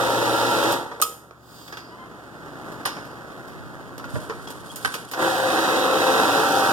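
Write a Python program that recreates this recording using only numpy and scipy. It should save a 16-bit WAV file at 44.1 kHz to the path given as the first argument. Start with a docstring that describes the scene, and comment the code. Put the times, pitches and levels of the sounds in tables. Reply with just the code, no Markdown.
"""A carpet brush machine runs in a hallway: gear impacts and flicking bristles excite its metal housing.
It is switched off, friction stops the brushes, and the handle latches upright with a ring.
It is wheeled softly over the pile; a wheel squeaks, the handle tube knocks and the cord hook clinks.
Cord and glove rub the handle, a hand brushes the pair of microphones, and the catch snaps open.
Last, the switch clicks and the motor spins up again. A faint room tone lies under it all."""
import sys
import numpy as np
from scipy import signal
from scipy.fft import rfft, irfft, next_fast_len
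from scipy.io import wavfile

SR = 44100
rng = np.random.default_rng(int(sys.argv[2]) if len(sys.argv) > 2 else 0)


def wav_record(signal):
    """Record a signal, one row per channel, as 16-bit PCM in the file named by sys.argv[1]."""
    frames = np.transpose(np.atleast_2d(signal))
    bounded = np.clip(frames, -1, 1)
    # unit amplitude maps onto the largest positive 16-bit level
    quanta = np.round(bounded * 32767).astype(np.int16)
    wavfile.write(sys.argv[1], SR, quanta)


N = 296352
TIME = np.arange(N) / SR
FFT_SIZE = next_fast_len(N + SR // 2)
HZ = np.maximum(np.arange(FFT_SIZE // 2 + 1) * SR / FFT_SIZE, 1)


def motor(shaft_hz=40.25, teeth=13, wander=.004, sag_per_db=.012, sag_below_db=-27):
    """Rotating machinery: one shaft times gears, bristles and drone, and turns slower at weak drive."""
    gear_db, bristle_db = run_levels()
    speed = 1 - sag_per_db * np.clip(sag_below_db - gear_db, 0, 40) + wander * drift(14)
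    turns = np.cumsum(shaft_hz * speed) / SR
    rattle = gear_rattle(teeth * turns)
    hiss = bristle_hiss(turns / shaft_hz)
    tones = winding_hum() + shaft_drone(turns, teeth)
    return from_db(gear_db) * (rattle + tones) + from_db(bristle_db) * hiss


# motor runs: on t/s, off t/s, gear base level/dB, bristle base level/dB
RUNS = [(-0.2, 0.73, -21, -31), (5.111, 7.0, -22, -33)]
def run_levels(bite_db=3, bite_s=.09, swell_db_per_s=3, spin_up_s=.11, hiss_exponent=1.7):
    """Noise follows load: the brushes grab the pile, settle, then dig in. Gear and bristle levels in dB."""
    gears = bristles = 1e-6
    for on_s, off_s, gear_db, bristle_db in RUNS:
        effort = drive(on_s, off_s, spin_up_s)
        running_s = np.clip(TIME, on_s, off_s) - on_s
        surge_db = bite_db * np.exp(-np.maximum(0, running_s - spin_up_s) / bite_s)
        swell_db = swell_db_per_s * running_s
        gears = gears + effort * from_db(gear_db + surge_db + swell_db)
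        bristles = bristles + effort ** hiss_exponent * from_db(bristle_db + swell_db)
    return 20 * np.log10([gears, bristles])


def drive(on_s, off_s, spin_up_s, brake_s=.05, coast_s=.19, coast_share=.36):
    """Inertia and friction: the brushes spin up, hold, are braked by the pile and coast out (0-1)."""
    since_off = np.maximum(0, TIME - off_s)
    rising = np.clip((TIME - on_s) / spin_up_s, 0, 1) ** 1.8
    braking = (1 - coast_share) * np.exp(-since_off / brake_s)
    coasting = coast_share * np.exp(-since_off / coast_s)
    return rising * (braking + coasting)


# gear noise spectrum: f/Hz, level/dB
RATTLE_SPECTRUM = [(30, -28), (80, -14.5), (170, -10.5), (235, -7.5), (290, -1), (500, -0.5), (650, -1),
                   (850, 0), (1100, -1), (1600, -0.5), (1900, -4.5), (2250, -23), (3500, -14.5),
                   (5000, -23.5), (9000, -25.5)]
def gear_rattle(teeth_passed, tooth_gain=.36, level_db=-3):
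    """Impact excitation: each meshing tooth strikes with uneven force among random small contacts."""
    strikes = np.diff(np.floor(teeth_passed), prepend=0) * white()
    contacts = tooth_gain * unit_rms(strikes) + grains(per_s=4500, spread_db=.4)
    return from_db(level_db) * housing(coloured(contacts, RATTLE_SPECTRUM))


# bristle noise spectrum: f/Hz, level/dB
HISS_SPECTRUM = [(1200, -56), (2400, -3.5), (3300, 0.5), (3900, 3), (4250, -2.5), (5100, -4.5), (5900, -3),
                 (6400, -9.5), (8200, -9.5), (8900, -9), (10500, -11.5), (13000, -13.5), (16000, -17)]
def bristle_hiss(shaft_time_s, rows_hz=58, level_db=-.8):
    """Shot noise: countless flicks merge into a hiss, weakly modulated as each row meets the pile."""
    rows_db = .5 * np.sin(2 * np.pi * rows_hz * shaft_time_s) + .4 * drift(220)
    flicks = coloured(grains(per_s=22000, spread_db=1), HISS_SPECTRUM)
    return from_db(level_db + rows_db) * housing(flicks)


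# the machine's four places (by the door, at the wall, turning, in the doorway): t/s
PLACE_TIMES = [1.0, 5.45, 5.9, 6.45]
# housing modes: f/Hz, bandwidth/Hz, level/dB at each place
HOUSING_MODES = [(272, 21, 4.5, -1, 8, 1), (334.6, 25, 4.5, 7.5, 6, 2), (448, 25, 6.5, -2, 11, 0.5),
                 (496, 15, 8, 4, 11, -6), (561.5, 22, 6, 3, 10, 1), (735, 51, 0.5, 5.5, 7.5, 5),
                 (790, 21, 2.5, 4, 8, 9), (858, 27, 6, 1, 1, 1), (941, 67, 5, 2, 7, 7),
                 (1066, 57, -3.5, -3, 11.5, -2), (1330, 99, 2, -6, 7, 4.5), (1520, 230, -2, 2.5, -2, 2),
                 (2010, 150, 1, 4, 7.5, -4), (2620, 240, 4, 4.5, 11, 4.5), (3836, 130, 1.5, 1, 11.5, -10)]
def housing(x, ripple_db=2.5, ripple_hz=19):
    """Resonance and interference: modes lift the spectrum and near walls ripple it, place by place."""
    out = 0
    for k, here in enumerate(np.eye(len(PLACE_TIMES))):
        lift_db = sum(db[k] * resonance(hz, width) for hz, width, *db in HOUSING_MODES)
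        ripple = np.interp(HZ / ripple_hz, np.arange(2000), rng.standard_normal(2000))
        crossfade = np.sqrt(np.interp(TIME, PLACE_TIMES, here))
        out = out + crossfade * unit_rms(filtered(x, from_db(lift_db + ripple_db * ripple)))
    return out


# shaft harmonics: multiple of the turning rate, relative level/dB at each place
SHAFT_ORDERS = [(7, -24, -24, -22, -17), (8, -25, -18, -17, -22), (11, -19, -23, -15, -17),
                (13, -13, -6.5, -5, -10.5), (14, -11, -18, -17, -16), (19, -23, -16, -17, -12),
                (20, -17, -15, -19, -15), (23, -15, -26, -25, -24), (32, -22, -23, -21, -17),
                (34, -20, -19, -18, -17)]
def shaft_drone(turns, teeth, flutter_db=3.2):
    """Harmonics of rotation: the lines churn with the load; the tooth rate is steadiest in phase."""
    out = 0
    for order, *db in SHAFT_ORDERS:
        level_db = np.interp(TIME, PLACE_TIMES, db) + flutter_db * drift(20)
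        slip_rad = (.45 if order == teeth else .9) * drift(32)
        out = out + from_db(level_db) * np.sin(2 * np.pi * order * turns + slip_rad)
    return out


# hum of the windings: relative level/dB at each place
WINDING_LEVELS = [-21.5, -27.5, -28, -28]
def winding_hum(mains_hz=59.8):
    """Magnetic force peaks twice a cycle, so the windings hum at double the mains frequency."""
    tone = np.sin(4 * np.pi * mains_hz * TIME + .35 * drift(40))
    level_db = np.interp(TIME, PLACE_TIMES, WINDING_LEVELS) + 2.2 * drift(35)
    return from_db(level_db) * tone


# knocks on the handle tube: t/s, level/dB, tilt/(dB/octave), T60/s, spot f/Hz, spot level/dB
KNOCKS = [(0.913, -44, -7, 0.12, 800, -37), (1.309, -45, -9, 0.02, 1100, -45),
          (1.678, -47, 0, 0.08, 3450, -40), (1.724, -38.5, -3.5, 0.095, 1600, -39),
          (1.77, -40, -1.8, 0.12, 3300, -39), (2.853, -30, -1, 0.16, 800, -33),
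          (2.966, -43, -6, 0.15, 1050, -35), (3.997, -44, -5, 0.04, 1340, -32),
          (4.041, -41, -4, .05, 1420, -29), (4.155, -42, -10.5, 0.08, 600, -27),
          (4.297, -33, -7, 0.05, 445, -23), (4.322, -47, -9, 0.05, 1320, -33),
          (4.473, -40, -0.5, 0.05, 3300, -33), (4.848, -22.5, -2, 0.03, 1550, -15.5),
          (4.94, -32.5, 2.5, 0.06, 1300, -30), (5.135, -31, -3, 0.05, 800, -29)]
# clicks of switch, latch and fittings: t/s, level/dB, tilt/(dB/octave), T60/s
CLICKS = [(0.721, -43, 5.5, 0.092), (0.999, -37.5, -4, 0.06), (1.016, -29.5, 7, 0.017),
          (1.022, -29.5, 4.5, 0.055), (2.72, -46, -3.5, 0.11), (3.05, -51, -2.5, 0.21),
          (3.475, -51, -3, 0.3), (3.979, -40, -1.5, 0.056), (4.053, -42.5, -3, 0.02),
          (4.484, -41, -3, 0.03), (4.503, -41, 0, 0.084), (4.758, -43.5, 4, 0.11), (4.951, -33, -2, 0.036),
          (5.113, -37.5, 0, 0.13)]
# thud, clack, snap and tick bands: lower f/Hz, upper f/Hz
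IMPACT_BANDS = [(250, 650), (750, 1950), (2000, 6000), (6000, 15000)]
# response of each band: knock gain/dB, click gain/dB, factor on T60
BAND_RESPONSE = [(-10, -1, 0.64), (4, 2, 0.94), (3, 1.5, 1.21), (-4.5, 2.5, 1.12)]
def impacts(pivot_hz=2000):
    """Modal overlap: a blow excites modes of plastic and tube so dense that they decay as noise bands."""
    out = 0
    for (low, high), (knock_db, click_db, t60_factor) in zip(IMPACT_BANDS, BAND_RESPONSE):
        octaves = np.log2(np.sqrt(low * high) / pivot_hz)
        envelope = 0
        for rows, band_db in (KNOCKS, knock_db), (CLICKS, click_db):
            s, db, tilt, t60 = with_rebounds(rows)
            envelope = np.hypot(envelope, blows(s, db + band_db + tilt * octaves, t60 * t60_factor))
        band = signal.butter(4, [low, high], "band", fs=SR, output="sos")
        chatter = grains(per_s=14000, spread_db=1.5) * envelope
        out = out + signal.sosfilt(band, chatter) * np.sqrt(SR / 2 / (high - low))
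    return out


def struck_spots(t60_s=.12):
    """Local resonance: each knock sounds the hollow note of the spot that it strikes."""
    return sum(ringing([(hz, 0, t60_s)], [(s, db)], split=.03) for s, *_, hz, db in KNOCKS)


def softness_db(db, hard_blow_db=-30.5):
    """Nonlinear contact: crack and rebound weaken by as much as a blow falls short of a hard one."""
    return max(0, hard_blow_db - db)


def with_rebounds(rows, delay_s=.0092, loss_db=4.5):
    """Restitution: each blow makes a second, weaker contact. Returns the columns of both."""
    first = [row[:4] for row in rows]
    again = [(s + delay_s, db - loss_db - softness_db(db), tilt, t60) for s, db, tilt, t60 in first]
    return np.transpose(first + again)


def blows(times, levels_db, t60s, rise_s=.0005, crack_t60_s=.0059):
    """Incoherent sum: the opening cracks and decaying chatter of blows add in power to one envelope."""
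    power = np.zeros(N)
    for s, db, t60 in zip(times, levels_db, t60s):
        start = int(s * SR)
        age = TIME[:min(SR // 2, N - start)]
        chatter = from_db(db - 60 * age / t60) ** 2 * (1 - np.exp(-age / rise_s))
        crack = from_db(db - softness_db(db) - 60 * age / crack_t60_s) ** 2
        power[start:start + len(age)] += chatter + crack
    return np.sqrt(power)


# modes of the handle tube and its fittings: f/Hz, bandwidth/Hz, added gain
TUBE_MODES = [(470, 45, 0.48), (1134, 60, 0.65), (1480, 87, 0.28)]
def tube(x):
    """Forced resonance: the hollow tube adds its short-lived modes to every impact."""
    peaks = sum(gain * signal.lfilter(*signal.iirpeak(hz, hz / width, fs=SR), x)
                for hz, width, gain in TUBE_MODES)
    return x + peaks


# modes of latch, metal cord hook and catch: f/Hz, level/dB, T60/s
LATCH_MODES, HOOK_MODES, CATCH_MODES = [(479, -27, .5), (1186, -18, .22), (1235, -1.5, .048),
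                                        (1265, -13.5, .46), (1334, -25, .38), (3171, -35, .43),
                                        (3327, -33, .3), (4270, -8, .06), (5190, -23, .28),
                                        (6250, -10, .06), (6761, -25, .22), (7585, -27, .28)], [(540, -12, .09), (760, -14, .1), (1120, -8, .08),
                                                       (1450, -11, .2), (1950, -6, .08), (2762, -21, .45),
                                                       (2853, -25, .6), (3060, -11, .1), (4150, -11, .08),
                                                       (4700, -23, .35), (5001, -22, .65), (5200, -20, .3),
                                                       (5335, -15.5, .42), (5420, -24, .8),
                                                       (9520, -2, .075), (9470, -21, .4), (9590, -20, .45),
                                                       (14100, -13, .1), (14080, -30, .3)], [(1087, -5, .07), (1260, -5, .09),
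                                                                     (1750, -2, .04), (3112, -9, .06),
                                                                     (9350, -12, .06), (9450, -19, .3),
                                                                     (9800, -18, .06)]
# blows on each: t/s, level/dB
LATCH_HITS, HOOK_HITS, CATCH_HITS = [(1.022, -10), (1.032, -24.5)], [(2.857, -18.5)], [(4.848, -18), (4.857, -19),
                                                                            (4.946, -27.5)]
def clanks():
    """Free vibration: the latch drops home, the hook hits the tube, the catch snaps open; each rings."""
    latch = ringing(LATCH_MODES, LATCH_HITS, split=.002)
    hook = ringing(HOOK_MODES, HOOK_HITS, split=.004)
    catch = ringing(CATCH_MODES, CATCH_HITS, split=.008)
    return latch + hook + catch


def ringing(modes, hits, split):
    """Beating: each damped mode is a cluster of four close tones that start in phase and drift apart."""
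    out, age = np.zeros((2, N)), TIME[:SR // 2]
    for s, blow_db in hits:
        start = int(s * SR)
        for hz, db, t60 in modes:
            tones_hz = hz * (1 + split * rng.uniform(-1, 1, size=(2, 4, 1)))
            cluster = np.sin(2 * np.pi * (tones_hz * age + rng.random((2, 1, 1)))).mean(axis=1)
            out[:, start:start + len(age)] += cluster * from_db(blow_db + db - 60 * age / t60)
    return out


# rolling noise, louder at speed: t/s, level/dB
ROLL_LEVELS = [(1.36, -61), (1.5, -48), (1.85, -44.5), (2.22, -42.5), (2.85, -36.5), (3.1, -39),
               (3.88, -41), (4.14, -39), (5.05, -42.5)]
# spectrum of the crushed pile: f/Hz, level/dB
PILE_SPECTRUM = [(30, -16), (70, -10), (95, -9), (150, -2), (225, -2.5), (285, 1.5), (380, -1.5), (500, -3),
                 (900, -5), (1450, -4), (1850, -9), (2250, -21), (3500, -20), (6000, -27), (10000, -31),
                 (15000, -36)]
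def wheels(gain_db=.5):
    """Rolling noise: the wheels crush the pile in many soft, random contacts."""
    times, levels_db = np.transpose(ROLL_LEVELS)
    crush = coloured(grains(per_s=9000, spread_db=2), PILE_SPECTRUM)
    level_db = np.interp(TIME, times, levels_db) + gain_db + .6 * drift(45)
    return crush * from_db(level_db) * during(times[0], times[-1], fade_s=.08)


# squeaks of a wheel and the handle joint: centre t/s, level/dB, half-width/s, f/Hz, glide/(Hz/s)
SQUEAKS = [(1.935, -43, 0.019, 973, 700), (2.024, -41.5, 0.03, 1035, 150), (4.708, -30, 0.0061, 3230, 2030)]
def squeaks(jitter=.014, dull_hz=2600):
    """Stick-slip oscillation: dry joints give rising, wavering tones with weak upper harmonics."""
    out = 0
    for s, db, half_s, hz, glide in SQUEAKS:
        pitch_hz = hz + glide * np.clip(TIME - s, -2 * half_s, 2 * half_s)
        phase = 2 * np.pi * np.cumsum(pitch_hz * (1 + jitter * drift(200))) / SR
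        tone = sum(np.sin(k * phase) / k / np.hypot(1, (k * hz / dull_hz) ** 2) for k in range(1, 5))
        out = out + tone * swells([(s, db, half_s)])
    return out


# strokes on the handle: centre t/s, level/dB, half-width/s
RUBS = [(4.135, -46, 0.018), (4.2, -46.5, 0.069), (4.5, -51, 0.15), (4.71, -44, 0.03), (4.9, -40.5, 0.071),
        (5.05, -48.5, 0.13)]
# their spectrum: f/Hz, level/dB
SCRAPE_SPECTRUM = [(1000, 6.5), (1600, 5.5), (2200, -7), (3300, 3), (6000, -2.5), (10000, -0.5),
                   (15500, -15)]
def rubbing():
    """Friction noise: cord and glove scrape the tube in fine crackles."""
    scrape = coloured(grains(per_s=3800, spread_db=.5), SCRAPE_SPECTRUM) * from_db(2.4 * drift(57))
    return scrape * swells(RUBS)


# one swish and two whistles: centre t/s, level/dB, half-width/s
SWISH, WHISTLES = [(1.62, -49, 0.11)], [(1.62, -54, 0.094), (1.83, -54, 0.066)]
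# spectrum of the swish: f/Hz, level/dB
SWISH_SPECTRUM = [(2500, -10), (3500, 1.5), (5200, -4), (6000, -5), (8000, -3), (10000, -11), (15500, -4.5)]
def swish():
    """Broadband and narrowband noise: a soft, airy swish with two faint high whistles."""
    whistle = unit_rms(filtered(white(), resonance(hz=4800, width_hz=600)))
    return coloured(white(), SWISH_SPECTRUM) * swells(SWISH) + whistle * swells(WHISTLES)


# touches of the hand: centre t/s, level/dB, half-width/s
TOUCHES = [(3.62, -41, 0.04), (4.2, -43, 0.5), (4.146, -27, 0.0068), (4.174, -24, 0.009),
           (4.873, -34, 0.011)]
# their rumble: f/Hz, level/dB
RUMBLE_SPECTRUM = [(25, -10), (60, -4), (120, 5), (200, -4), (400, -23), (2000, -60)]
def handling_rumble(left_db=-4):
    """Structure-borne sound: the hand pushes the two microphones in antiphase, the right one harder."""
    push, stray = coloured(white(), RUMBLE_SPECTRUM) * swells(TOUCHES)
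    return np.array([from_db(left_db) * (.5 * stray - push), push])


def hallway(x, wet_db=-6.5, dull_hz=10000, t60_s=.42):
    """Reverberation: diffuse reflections add a short decaying tail, duller than the direct sound."""
    age = TIME[:SR // 2]
    tail = rng.standard_normal((2, len(age))) * from_db(-60 * age / t60_s) * (age > .005)
    tail /= np.sqrt(np.sum(tail ** 2, axis=1, keepdims=True))
    return x + from_db(wet_db) * filtered(x, rfft(tail, FFT_SIZE) / np.hypot(1, HZ / dull_hz))


# spectrum of the still hallway: f/Hz, level/dB
ROOM_SPECTRUM = [(30, -14), (90, -7), (140, 0), (250, -2), (600, -4), (1500, -9), (2250, -27), (4000, -24),
                 (15000, -33)]
def room_tone(level_db=-54):
    """Stationary noise: a faint, dull floor of sound."""
    return from_db(level_db) * coloured(white(), ROOM_SPECTRUM)


# hum in the house: f/Hz, level/dB, end t/s
HOUSE_TONES = [(72, -61, 3.55), (120, -55, 7.0), (160, -60, 7.0)]
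def house_hum():
    """Line spectrum: three faint, low tones, of which the deepest fades away midway."""
    return sum(from_db(db) * np.sin(2 * np.pi * hz * TIME) * during(0, end_s, fade_s=.15)
               for hz, db, end_s in HOUSE_TONES)


# microphone pair: f/Hz, correlation (0-1), left minus right level/dB
PAIR_RESPONSE = [(113, 0.95, 9), (259, 0.93, 0.5), (495, 0.7, -2), (930, 1, 0.5), (1640, 0.84, -4.5),
                 (2070, 0.99, 2), (2500, 1, -2), (4200, 0.78, -1.5), (6800, 0.56, -2), (10400, 0.7, -6),
                 (12400, 0.2, -5.5), (16000, .25, -5.5)]
# phase lead of the left microphone: f/Hz, phase/rad
LEFT_LEAD = [(40, -3), (90, -2), (125, -0.93), (266, -0.5), (530, 0.12), (1040, 0.53), (1412, -0.4),
             (1688, -1), (2100, -0.1857)]
def microphones(x, lag_s=.0005, lag_above_hz=1200):
    """Partial coherence: two microphones share part of the sound; the left hears the treble later."""
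    hz, *columns = np.transpose(PAIR_RESPONSE)
    alike, pan_db = [np.interp(HZ, hz, column) for column in columns]
    alike = np.minimum(alike, .995)
    treble_lag_rad = 2 * np.pi * lag_s * np.maximum(0, HZ - lag_above_hz)
    lead_rad = np.interp(HZ, *np.transpose(LEFT_LEAD)) - treble_lag_rad
    shared, apart = rfft(x, FFT_SIZE) * np.sqrt([(1 + alike) / 2, (1 - alike) / 2])
    left = (shared + apart) * from_db(pan_db / 2) * np.exp(1j * lead_rad)
    right = (shared - apart) * from_db(-pan_db / 2)
    return irfft(np.array([left, right]), FFT_SIZE)[:, :N]


def from_db(db):
    """Level to amplitude ratio."""
    return 10 ** (np.asarray(db) / 20)


def unit_rms(x):
    """Normalisation to unit power."""
    return x / np.sqrt(np.mean(x ** 2) + 1e-20)


def white():
    """Two independent white noises: what the microphones share, and what differs between them."""
    return rng.standard_normal((2, N))


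def grains(per_s, spread_db):
    """Poisson process: tiny clicks of uneven size, at unit power."""
    arrivals = rng.random((2, N)) < per_s / SR
    return unit_rms(arrivals * white() * from_db(spread_db * white()))


def drift(per_s):
    """Slow random modulation at unit power."""
    steps = rng.standard_normal(N // 40)
    return unit_rms(np.interp(TIME * per_s, np.arange(len(steps)), steps))


def during(start_s, end_s, fade_s):
    """A gate with exponential flanks."""
    outside_s = np.maximum(0, np.maximum(start_s - TIME, TIME - end_s))
    return np.exp(-outside_s / fade_s)


def swells(rows):
    """Gaussian envelopes: strokes that swell and fade evenly."""
    return sum(from_db(db) * np.exp(-.5 * ((TIME - s) / half_s) ** 2) for s, db, half_s in rows)


def resonance(hz, width_hz):
    """A resonance curve of unit height."""
    return 1 / (1 + (2 * (HZ - hz) / width_hz) ** 2)


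def filtered(x, gain):
    """Linear filtering: one gain for each frequency."""
    return irfft(rfft(x, FFT_SIZE) * gain, FFT_SIZE)[..., :N]


def coloured(x, spectrum):
    """Spectral shaping to unit power, falling 12 dB an octave beyond the spectrum's ends."""
    hz, db = np.transpose(spectrum)
    skirts = np.minimum(1, HZ / hz[0]) ** 2 * np.minimum(1, hz[-1] / HZ) ** 2
    shape = from_db(np.interp(np.log(HZ), np.log(hz), db))
    return unit_rms(filtered(x, skirts * shape))


def scene():
    """Superposition: the machine, its handling and the quiet hallway add at the microphones."""
    hits = hallway(tube(impacts()) + struck_spots()) + clanks()
    airborne = room_tone() + motor() + wheels() + squeaks() + rubbing() + swish() + hits
    return microphones(airborne) + handling_rumble() + house_hum()


def record(dry, cutoff_hz=15850):
    """Band limiting: a steep low-pass removes the highest treble."""
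    return filtered(dry, 1 / np.hypot(1, (HZ / cutoff_hz) ** 120))


dry = scene()
out = record(dry)
wav_record(out)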